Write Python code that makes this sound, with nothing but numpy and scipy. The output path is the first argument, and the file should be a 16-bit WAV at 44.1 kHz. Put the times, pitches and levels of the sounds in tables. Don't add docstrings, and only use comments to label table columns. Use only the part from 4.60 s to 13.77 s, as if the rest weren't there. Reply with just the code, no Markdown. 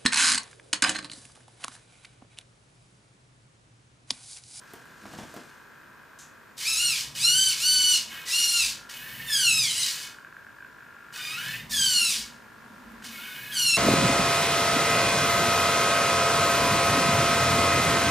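import sys
import numpy as np
from scipy import signal
from scipy.fft import rfft, irfft, next_fast_len
from scipy.io import wavfile
from scipy.ndimage import uniform_filter1d

SR = 44100
rng = np.random.default_rng(int(sys.argv[2]) if len(sys.argv) > 2 else 0)


def generate_wav(signal):
    frames = np.transpose(np.atleast_2d(signal))
    scaled = np.clip(frames, -1, 1) * 32767
    pcm = np.round(scaled).astype(np.int16)
    wavfile.write(sys.argv[1], SR, pcm)


def convert_level_to_amplitude(level_db):
    exponent = np.asarray(level_db, float) / 20
    return 10 ** exponent


N = 404397

# pitch_hz, level_db (per Hz)
ROOM_NOISE = [(15, -36), (28, -16), (140, -5.5), (400, -7.5), (880, -11), (1050, 2), (1250, -13),
              (1700, -8), (2400, -16), (2900, -18.5), (5900, -24.5), (13000, -30.5), (15600, -33.5)]
# pitch_hz, likeness (1 = the same)
LIKENESS = [(60, 1), (240, 0.31), (950, 0.68), (3770, 0.67), (15000, 0.92)]
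# pitch_hz, level_db
SUPPLY_LINES = [(6966, -69), (13932, -63.5)]
ROOM_DB, ROOM_FOLLOWS = -61.5, 0.18
ROOM_T60_S, WALL_CUT_HZ = 0.35, 8000

# time_s, deep_db, shaft_thud_db, board_db
SHIFTS = [(0.64, -73, -65, -63), (2.33, -51.5, -56, -61.5), (2.7, -59, -50, -58.5),
          (3.3, -50.5, -61, -55.5), (4.05, -54, -63.5, -58), (4.6, -59, -55.5, -59.5),
          (4.95, -58, -49.5, -57), (6.95, -70, -50, -60), (7.2, -52, -51.5, -49), (7.6, -55, -61.5, -55),
          (8.35, -62, -102, -49), (9.05, -62, -52, -55)]
SHIFT_RISE_DB_PER_S, SHIFT_FALL_DB_PER_S, REST_DB = [57, 44, 29], [91, 38, 23.5], [-80, -72.5, -73]

# time_s, peak_db, pitch_hz, crack_db (against the thump)
BUMPS = [(0.135, -37, 330, -8.5), (0.254, -55, 231, -4), (0.435, -44, 199, -18), (0.454, -34.5, 180, -27),
         (0.535, -35, 178, -24), (0.586, -30.5, 170, -28), (0.63, -37.5, 137, -20), (0.74, -36.5, 576, -12),
         (0.763, -32.5, 338, -18), (8.318, -65, 223, 8)]
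# time_s, peak_db
SLIPS = [
    (1.588, -31),
    (1.5974, -38),
]
# time_s, low_db, high_db
SCUFFS = [
    (0.148, -63, -59),
    (0.598, -40.5, -53),
    (0.76, -48, -54.5),
]
SCUFF_RISE_DB_PER_S, SCUFF_FALL_DB_PER_S = [63, 36], [200, 58]
CONTACT = 14

# start_s, end_s, tooth_rate_hz, level_db
NEIGHBOUR = [
    (6.53, 6.64, 1500, -40.5),
    (3.655, 3.73, 1985, -35),
]

# start_s, end_s, first_db, last_db
HOLD = [
    (0, 1.46, -51.5, -50.5),
    (1.474, 1.937, -52, -52),
    (4.1, 4.345, -50, -47.5),
    (5.451, 5.634, -44.5, -56),
    (5.626, 6.599, -55, -45.5),
    (7.598, 8.478, -51.5, -52),
]
FRAME_HZ = 50.12
# time_ms, level_db
UPRIGHT = [(15.6, 0), (17.2, -4), (19.6, -7), (1.6, -4), (5.3, -9), (10.6, -15)]
# time_ms, level_db
LEANING = [(.6, 0), (2.8, -10), (4.2, -8), (8.4, -15), (12.6, -14), (17, -12), (18.2, -8)]
# pitch_hz, width_hz, level_db
HOLD_MODES = [(1078, 120, -8), (1506, 357, -2), (1578, 212, 6.5), (2380, 430, -16.5)]
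# time_s, peak_db
TWITCHES = [(5.544, -40), (5.5851, -36.5), (5.647, -38), (5.668, -41), (5.7253, -38), (5.7662, -36.5),
            (5.846, -42), (5.866, -39.5), (5.904, -48), (5.964, -51), (5.9845, -43), (6.005, -41),
            (6.0242, -38), (6.0464, -36), (6.184, -42), (6.223, -43), (8.341, -44), (8.422, -38)]

# time_s, tooth_rate_hz
STEP_SPEED = [
    [(2.03, 1007), (2.085, 1323), (2.115, 1327), (2.16, 1270), (2.21, 1436), (2.27, 1423), (2.315, 1316),
     (2.39, 945), (2.44, 600)],
    [(2.555, 705), (2.59, 1083), (2.645, 1373), (2.765, 1521), (2.82, 1544), (2.905, 1508), (2.925, 1295),
     (2.955, 650)],
    [(2.97, 802), (2.99, 1150), (3.025, 1405), (3.065, 1503), (3.325, 1482), (3.355, 1390), (3.385, 1204),
     (3.42, 650)],
    [(3.67, 803), (3.695, 1150), (3.725, 1343), (3.765, 1433), (3.97, 1397), (4.01, 1334), (4.06, 1138),
     (4.11, 650)],
]
# time_s, tooth_rate_hz
SWING_SPEED = [
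    [(4.31, 1147), (4.355, 1452), (4.39, 1634), (4.47, 1810), (4.68, 1814)],
    [(4.735, 1685), (4.92, 1288), (4.99, 1282), (5.075, 1083), (5.13, 944), (5.21, 1032), (5.3, 931)],
    [(6.6, 1210), (6.68, 1210), (6.755, 1300), (6.825, 1600), (6.885, 1743), (6.995, 1846), (7.09, 1872)],
    [(7.125, 1774), (7.18, 1618), (7.45, 1352), (7.515, 1225), (7.57, 896.5)],
    [(8.51, 1348), (8.595, 1405), (8.65, 1527), (8.735, 1474), (8.76, 1608), (8.8, 1626), (8.835, 1726),
     (8.915, 1676)],
    [(8.98, 1473), (9.15, 1333)],
]
# start_s, brake_s, low_whine_db, high_whine_db, rattle_db
LOADED = [
    (1.964, 2.398, -30, -24.5, -26.5),
    (2.542, 2.922, -27, -20, -25.5),
    (2.96, 3.37, -27.5, -22, -24.5),
    (3.649, 4.065, -30.5, -23, -23.5),
    (4.662, 5.283, -27.5, -21, -26.5),
    (7.093, 7.558, -29, -24, -24.5),
    (8.913, 9.3, -29, -23.5, -27.5),
]
RISE_S = [0.075, 0.029, 0.045, 0.049, 0.093, 0.027, .08]
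SHUDDER = [.4, .1, .05, .1, .22, .12, .4]
# start_s, end_s, whine_db, rattle_db, clatter_db
FREE = [
    (3.475, 3.612, -95, -48, -45.5),
    (4.313, 4.707, -62, -45.5, -48.5),
    (5.28, 5.431, -95, -34, -49.5),
    (6.53, 6.954, -44, -37.5, -44.5),
    (8.481, 8.933, -61.5, -45, -48),
]
SLACK_DB = [0, 12, 0, 2, 11]
# time_s, level_db
JOLTS = [
    (1.974, -38),
    (4.29, -36),
    (6.522, -42),
    (8.42, -46),
    (8.44, -37),
]
JOLT_RISE_S, JOLT_HOLD_S, JOLT_DB_PER_S = .006, .022, 270
JOLT_CLATTER_DB, JOLT_HISS_DB = -12.5, -26

NOMINAL_HZ = 1500
COAST_DB_PER_S, UNMESH_DB_PER_S = 155, 220
BRAKE_DB, BRAKE_S = 3.5, 0.076
STALL_HZ, STALL_DB_PER_OCT = 1348, 32.5
TAKE_UP_MESH_S = 0.085
MESH_LAG_S, MESH_RISE_S, MESH_LEAD_S = 0.017, 0.093, 0.031
CLATTER_DB, CLATTER_DB_PER_OCT = -53.5, -13
HISS_DB, FREE_HISS_DB, HISS_DB_PER_OCT = -50, -55, 11
FIRST_DB, FIRST_DB_PER_OCT = -17.5, 39
FREE_HIGH_DB, FREE_WHINE_DB_PER_OCT = -3, -10
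FREE_RISE_S, FREE_DB_PER_OCT = .05, -0.5

# pitch_hz, level_db
WHINE = [(1500, -7.5), (2900, 4.5), (3600, -1), (4500, 3.5), (5500, -4), (7000, -6), (9000, -6),
         (11500, -14.5), (15500, -43)]
# tooth_rate_multiple, level_db (against
HIGH_ORDERS = [(6.28, -13), (6.6, -9), (7.3, -15)]
# tooth_rate_multiple, level_db (against the tooth rate tone)
SIDE_ORDERS = [(0.898, -12), (1.1, -6.5), (1.302, -16), (1.5, -5), (2.399, -9.5), (2.5, -20)]
# pitch_hz, width_hz, level_db
CASE_MODES = [(1683, 230, -1), (1897, 68, -2.5), (2210, 80, 0.5), (2530, 68, 2.5), (2935, 240, 3),
              (3605, 150, -7.5)]
# pitch_hz, level_db (per Hz)
RATTLE = [(350, -37.5), (600, -37.5), (807, -55), (1020, -16), (1220, -16), (1600, -21.5), (2350, -9.5),
          (3000, -6), (3320, -2.5), (4530, 3.5), (7770, -1.5), (9180, -3), (13000, -12.5)]
TOP_HZ = 15760


def rms_one(x):
    return x / np.sqrt(np.mean(x ** 2) + 1e-20)


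def in_time(rows):
    s, *columns = np.transpose(rows)
    return [np.interp(np.arange(N) / SR, s, c) for c in columns]


def at_hz(points, hz):
    points = np.array(points)
    return np.interp(np.log(hz), np.log(points[:, 0]), points[:, 1])


def drift(rate):
    r = np.exp(-40 * np.pi * rate / SR)
    slow = signal.lfilter([1], [1, -2 * r, r * r], rng.standard_normal(N // 20 + 2002))[2000:]
    return np.interp(np.arange(N) / 20, np.arange(len(slow)), rms_one(slow))


def resonate(x, hz, width):
    r = np.exp(-np.pi * width / SR)
    top = np.array([1, 0, -1]) * (1 - r * r) / 2
    return signal.lfilter(top, [1, -2 * r * np.cos(2 * np.pi * hz / SR), r * r], x + 1e-18)


def colour(x, spectrum):
    size = next_fast_len(N)
    hz = np.maximum(np.arange(size // 2 + 1) * SR / size, 1)
    return rms_one(irfft(rfft(x, size) * convert_level_to_amplitude(at_hz(spectrum, hz)), size)[..., :N])


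def band(low_hz, high_hz):
    sos = signal.butter(2, [low_hz, high_hz], "band", fs=SR, output="sos")
    return rms_one(signal.sosfilt(sos, rng.standard_normal(N)))


def swells(rows, rise_db_per_s, fall_db_per_s):
    t = np.arange(0, N + 64, 64)[:, None] / SR
    levels = []
    for s, *db in rows:
        away_db = np.maximum((s - t) * rise_db_per_s, (t - s) * fall_db_per_s)
        levels.append(np.array(db) - away_db)
    return np.array(in_time(np.c_[t, np.max(levels, axis=0)]))


def stroke(start, end, rise_s, fall_db_per_s):
    t = np.arange(N) / SR
    return np.clip((t - start) / rise_s, 0, 1) * convert_level_to_amplitude(-fall_db_per_s * np.maximum(t - end, 0))


def floor_levels():
    shifts = swells(SHIFTS, SHIFT_RISE_DB_PER_S, SHIFT_FALL_DB_PER_S)
    return np.maximum(shifts, np.array(REST_DB)[:, None])


def ambience():
    room_db = ROOM_DB + ROOM_FOLLOWS * (floor_levels()[2] - REST_DB[2])
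    hz = np.geomspace(20, 20000, 40)
    alike = np.clip(at_hz(LIKENESS, hz), -.999, .999)
    level_db = at_hz(ROOM_NOISE, hz)
    side_db = level_db + 10 * np.log10((1 - alike) / (1 + alike))
    mid = colour(rng.standard_normal(N), np.c_[hz, level_db])
    side = colour(rng.standard_normal(N), np.c_[hz, side_db])
    t = np.arange(N) / SR
    whistle = sum(convert_level_to_amplitude(db - 10.0 + drift(8)) * np.sin(2 * np.pi * f * t) for f, db in SUPPLY_LINES)
    return convert_level_to_amplitude(room_db + 6.0) * (mid + convert_level_to_amplitude(-5.5) * side * [[1], [-1]]) + whistle


def room(x):
    size = next_fast_len(N + SR)
    w = 2 * np.pi * np.arange(size // 2 + 1) / size
    dull = 1 / (1 + 1j * w * SR / (2 * np.pi * WALL_CUT_HZ))
    sides = np.zeros((2, len(w)), complex)
    for k, lag in enumerate((rng.uniform(.012, .04, 16) * SR).astype(int)):
        loop = convert_level_to_amplitude(-60 * lag / SR / ROOM_T60_S) * dull * np.exp(-1j * w * lag)
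        sides[k % 2] += loop / (1 - loop) * (-1) ** (k // 2)
    mid, side = sides
    return irfft(rfft(x, size) * [mid + 0.29 * side, mid - 0.17 * side], size)[:, :N]


def boards(shaft):
    deep_db, thud_db, board_db = floor_levels()
    thud = 0.57 * shaft * convert_level_to_amplitude(1.2 * drift(3.3)) + 1.3 * band(115, 156)
    deep = convert_level_to_amplitude(deep_db) * band(50.6, 59.4)
    return deep + convert_level_to_amplitude(thud_db) * thud + convert_level_to_amplitude(board_db) * band(207.0, 247.6)


def hand():
    out, t = np.zeros(N), np.arange(6000) / SR
    for s, peak_db, hz, crack_db in BUMPS:
        noise = rng.standard_normal((2, 6000))
        noise[:, 60] += CONTACT
        thump = rms_one(resonate(noise[0], hz, 160) + 0.5 * resonate(noise[0], 670, 270))
        thump *= np.minimum(t / 0.0026, 1) * convert_level_to_amplitude(-60 * t / 0.084 - 5.0)
        crack = np.diff(noise[1], prepend=0) * convert_level_to_amplitude(crack_db - 2.5 - 60 * t / 0.05)
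        out[round(s * SR):][:6000] += convert_level_to_amplitude(peak_db) * (thump + crack)
    low_db, high_db = swells(SCUFFS, SCUFF_RISE_DB_PER_S, SCUFF_FALL_DB_PER_S)
    out += convert_level_to_amplitude(low_db - 8 + 3.5 * drift(24)) * band(110, 420)
    out += convert_level_to_amplitude(high_db + 2 * drift(60)) * band(1300, 8300)
    for s, peak_db in SLIPS:
        since = np.arange(N) / SR - s
        fade = (since > 0) * convert_level_to_amplitude(peak_db - 19 - 60 * np.abs(since) / 0.33)
        out += (band(5700, 7600) + 0.94 * band(2500, 9900)) * fade
    return out


def neighbour():
    t, out = np.arange(N) / SR, np.zeros(N)
    for start, end, hz, level_db in NEIGHBOUR:
        fade = np.sin(np.pi * np.clip((t - start) / (end - start), 0, 1))
        for k in range(1, 5):
            tone = np.sin(2 * np.pi * k * hz * t + drift(25.03))
            out += fade * convert_level_to_amplitude(level_db - 4.8 * k + 3.1 * drift(30)) * tone
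    return out


def holding(uneven_db=1.2):
    t, buzz, kicks = np.arange(N) / SR, np.zeros(N), np.zeros(N)
    for start, end, first_db, last_db in HOLD:
        buzz += (t >= start) * (t < end) * convert_level_to_amplitude(np.interp(t, [start, end], [first_db, last_db]))
    frames = np.arange(int(N / SR * FRAME_HZ) - 1) / FRAME_HZ
    for pattern, active in ((UPRIGHT, frames < 3), (LEANING, frames >= 3)):
        train = np.zeros(N)
        for ms, level_db in pattern:
            at = np.round((frames[active] + ms / 1000) * SR).astype(int)
            train[at] = convert_level_to_amplitude(level_db + uneven_db * rng.standard_normal(len(at)))
        first, *_, last = train.nonzero()[0]
        kicks += train / np.std(train[first:last])
    kicks *= uniform_filter1d(buzz, size=1500) * convert_level_to_amplitude(13.5)
    kicks[[round(s * SR) for s, db in TWITCHES]] += convert_level_to_amplitude(np.array(TWITCHES)[:, 1] + 35.0)
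    out = np.zeros(N)
    for k, (hz, width, db) in enumerate(HOLD_MODES):
        out += convert_level_to_amplitude(db) * resonate(resonate(kicks, hz, width), hz, 2.1 * width) * (-1) ** k
    return out


def drive():
    t = np.arange(N) / SR
    speed = sorted(np.concatenate(STEP_SPEED + SWING_SPEED).tolist())
    tooth_hz = uniform_filter1d(in_time(speed)[0], size=900)
    octaves = np.maximum(np.log2(tooth_hz / NOMINAL_HZ), -.6)
    layers = np.full((6, N), 1e-6)
    shudder = np.interp(t, np.array(LOADED)[:, :2].ravel(), np.repeat(SHUDDER, 2))
    for (start, end, low_db, high_db, rattle_db), rise_s in zip(LOADED, RISE_S):
        running = octaves[round(start * SR)] > 0
        lag_s, mesh_s = (0, TAKE_UP_MESH_S) if running else (MESH_LAG_S, MESH_RISE_S)
        mesh = stroke(start + lag_s, end - MESH_LEAD_S, mesh_s, UNMESH_DB_PER_S)
        mesh = mesh * convert_level_to_amplitude(STALL_DB_PER_OCT * np.minimum(np.log2(tooth_hz / STALL_HZ), 0))
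        run = stroke(start, end, rise_s, COAST_DB_PER_S)
        brake_db = BRAKE_DB * np.exp(-((t - end) / BRAKE_S) ** 2)
        layers[0] += mesh * convert_level_to_amplitude(low_db + FIRST_DB + FIRST_DB_PER_OCT * octaves)
        layers[1:3] += mesh * convert_level_to_amplitude(np.c_[[low_db, high_db]])
        layers[3] += run * convert_level_to_amplitude(CLATTER_DB + CLATTER_DB_PER_OCT * octaves)
        layers[4] += run * convert_level_to_amplitude(rattle_db + brake_db)
        layers[5] += run * convert_level_to_amplitude(HISS_DB + HISS_DB_PER_OCT * octaves)
    for (start, end, whine_db, rattle_db, clatter_db), slack_db in zip(FREE, SLACK_DB):
        mesh = stroke(start + MESH_LAG_S, end, MESH_RISE_S, UNMESH_DB_PER_S)
        run = stroke(start, end, FREE_RISE_S, COAST_DB_PER_S)
        layers[0] += mesh * convert_level_to_amplitude(whine_db + slack_db + FIRST_DB_PER_OCT * np.minimum(octaves, 0))
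        layers[1:3] += mesh * convert_level_to_amplitude(whine_db + FREE_WHINE_DB_PER_OCT * octaves + np.c_[[0, FREE_HIGH_DB]])
        layers[3:5] += run * convert_level_to_amplitude(np.c_[[clatter_db, rattle_db]] + FREE_DB_PER_OCT * octaves)
        layers[5] += run * convert_level_to_amplitude(FREE_HISS_DB + HISS_DB_PER_OCT / 2 * octaves)
    for start, jolt_db in JOLTS:
        jolt = stroke(start, start + JOLT_HOLD_S, JOLT_RISE_S, JOLT_DB_PER_S)
        layers[3:] += convert_level_to_amplitude(jolt_db + np.c_[[JOLT_CLATTER_DB, 0, JOLT_HISS_DB]]) * jolt
    return tooth_hz, shudder, 20 * np.log10(layers)


def rough_order(phase, rough):
    return (1 + rough * drift(190)) * np.sin(phase) + rough * drift(100) * np.cos(phase)


def tooth_rattle(turn, clatter_db, rattle_db, hiss_db, gating=0.17):
    bursts = rng.standard_normal(N) * (1 + gating * np.cos(turn)) * convert_level_to_amplitude(2.0 * drift(200))
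    noise = convert_level_to_amplitude(rattle_db - 8 + .5 * drift(21.9)) * colour(bursts, RATTLE)
    ringing = np.zeros(N)
    for hz, width, db in CASE_MODES:
        ringing += convert_level_to_amplitude(db + 3.2 * drift(22)) * resonate(bursts, hz, .7 * width) / np.sqrt(width)
    noise += convert_level_to_amplitude(clatter_db + 2.5) * rms_one(rms_one(ringing) + 0.11 * band(1000, 2000))
    return noise + convert_level_to_amplitude(hiss_db + 9.0) * band(11760, 20000)


def motor(wobble=.002, wheel_depth=0.39, shaft_depth=0.16, flutter_db=3.0, loose_db=4, rough=0.017):
    tooth_hz, shudder, levels = drive()
    first_db, low_db, high_db, clatter_db, rattle_db, hiss_db = levels
    slowness = np.minimum((1500 / tooth_hz) ** 5.5, 9)
    turn = 2 * np.pi * np.cumsum(tooth_hz * (1 + wobble * slowness * drift(50))) / SR
    shaft, wheel = turn / 10, turn / 62
    tones = convert_level_to_amplitude(first_db + 4.0 + flutter_db * drift(24)) * np.sin(turn)
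    tones *= 1 + wheel_depth * np.sin(wheel)
    lurch = shudder * (1 + .5 * drift(6)) * np.sin(turn / 21 + drift(8))
    slack = np.clip((first_db - low_db + 12) / 16, 0, 1) * (first_db > -70)
    for multiple, level_db in SIDE_ORDERS:
        side_db = first_db + level_db + 9.6 * slack - 8 + loose_db * drift(36.9)
        tones += convert_level_to_amplitude(side_db) * np.sin(multiple * turn + 0.43 * drift(28))
    for multiple, level_db in HIGH_ORDERS:
        tones += slack * convert_level_to_amplitude(hiss_db + level_db + flutter_db * drift(16)) * np.sin(multiple * turn)
    for k in range(2, 12):
        level_db = low_db - 1 - 7 * slack * (k - 2) if k < 4 else high_db - 3
        colour_db = at_hz(WHINE, k * tooth_hz) - 80 * (k * tooth_hz > TOP_HZ)
        sway = 1 + wheel_depth * np.sin(wheel + rng.uniform(0, 8.7))
        sway *= 1 + shaft_depth * np.sin(shaft + rng.uniform(0, 3.3))
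        order = rough_order(k * (turn + lurch), np.minimum(rough * k * slowness, 2))
        tones += convert_level_to_amplitude(level_db + colour_db + flutter_db * drift(19.5)) * sway * order
    return tones + tooth_rattle(turn, clatter_db, rattle_db, hiss_db), np.sin(shaft)


def scene():
    whine, shaft = motor()
    near = whine + neighbour() + holding() + hand()
    return near + convert_level_to_amplitude(-9.5) * room(near) + boards(shaft) + ambience()


def band_limit(x):
    return signal.sosfilt(signal.butter(12, 15670, fs=SR, output="sos"), x)


def record(dry):
    top_cut = signal.cheby2(16, 45, TOP_HZ, fs=SR, output="sos")
    return band_limit(signal.sosfilt(top_cut, dry))


dry = scene()
out = record(dry)
generate_wav(out)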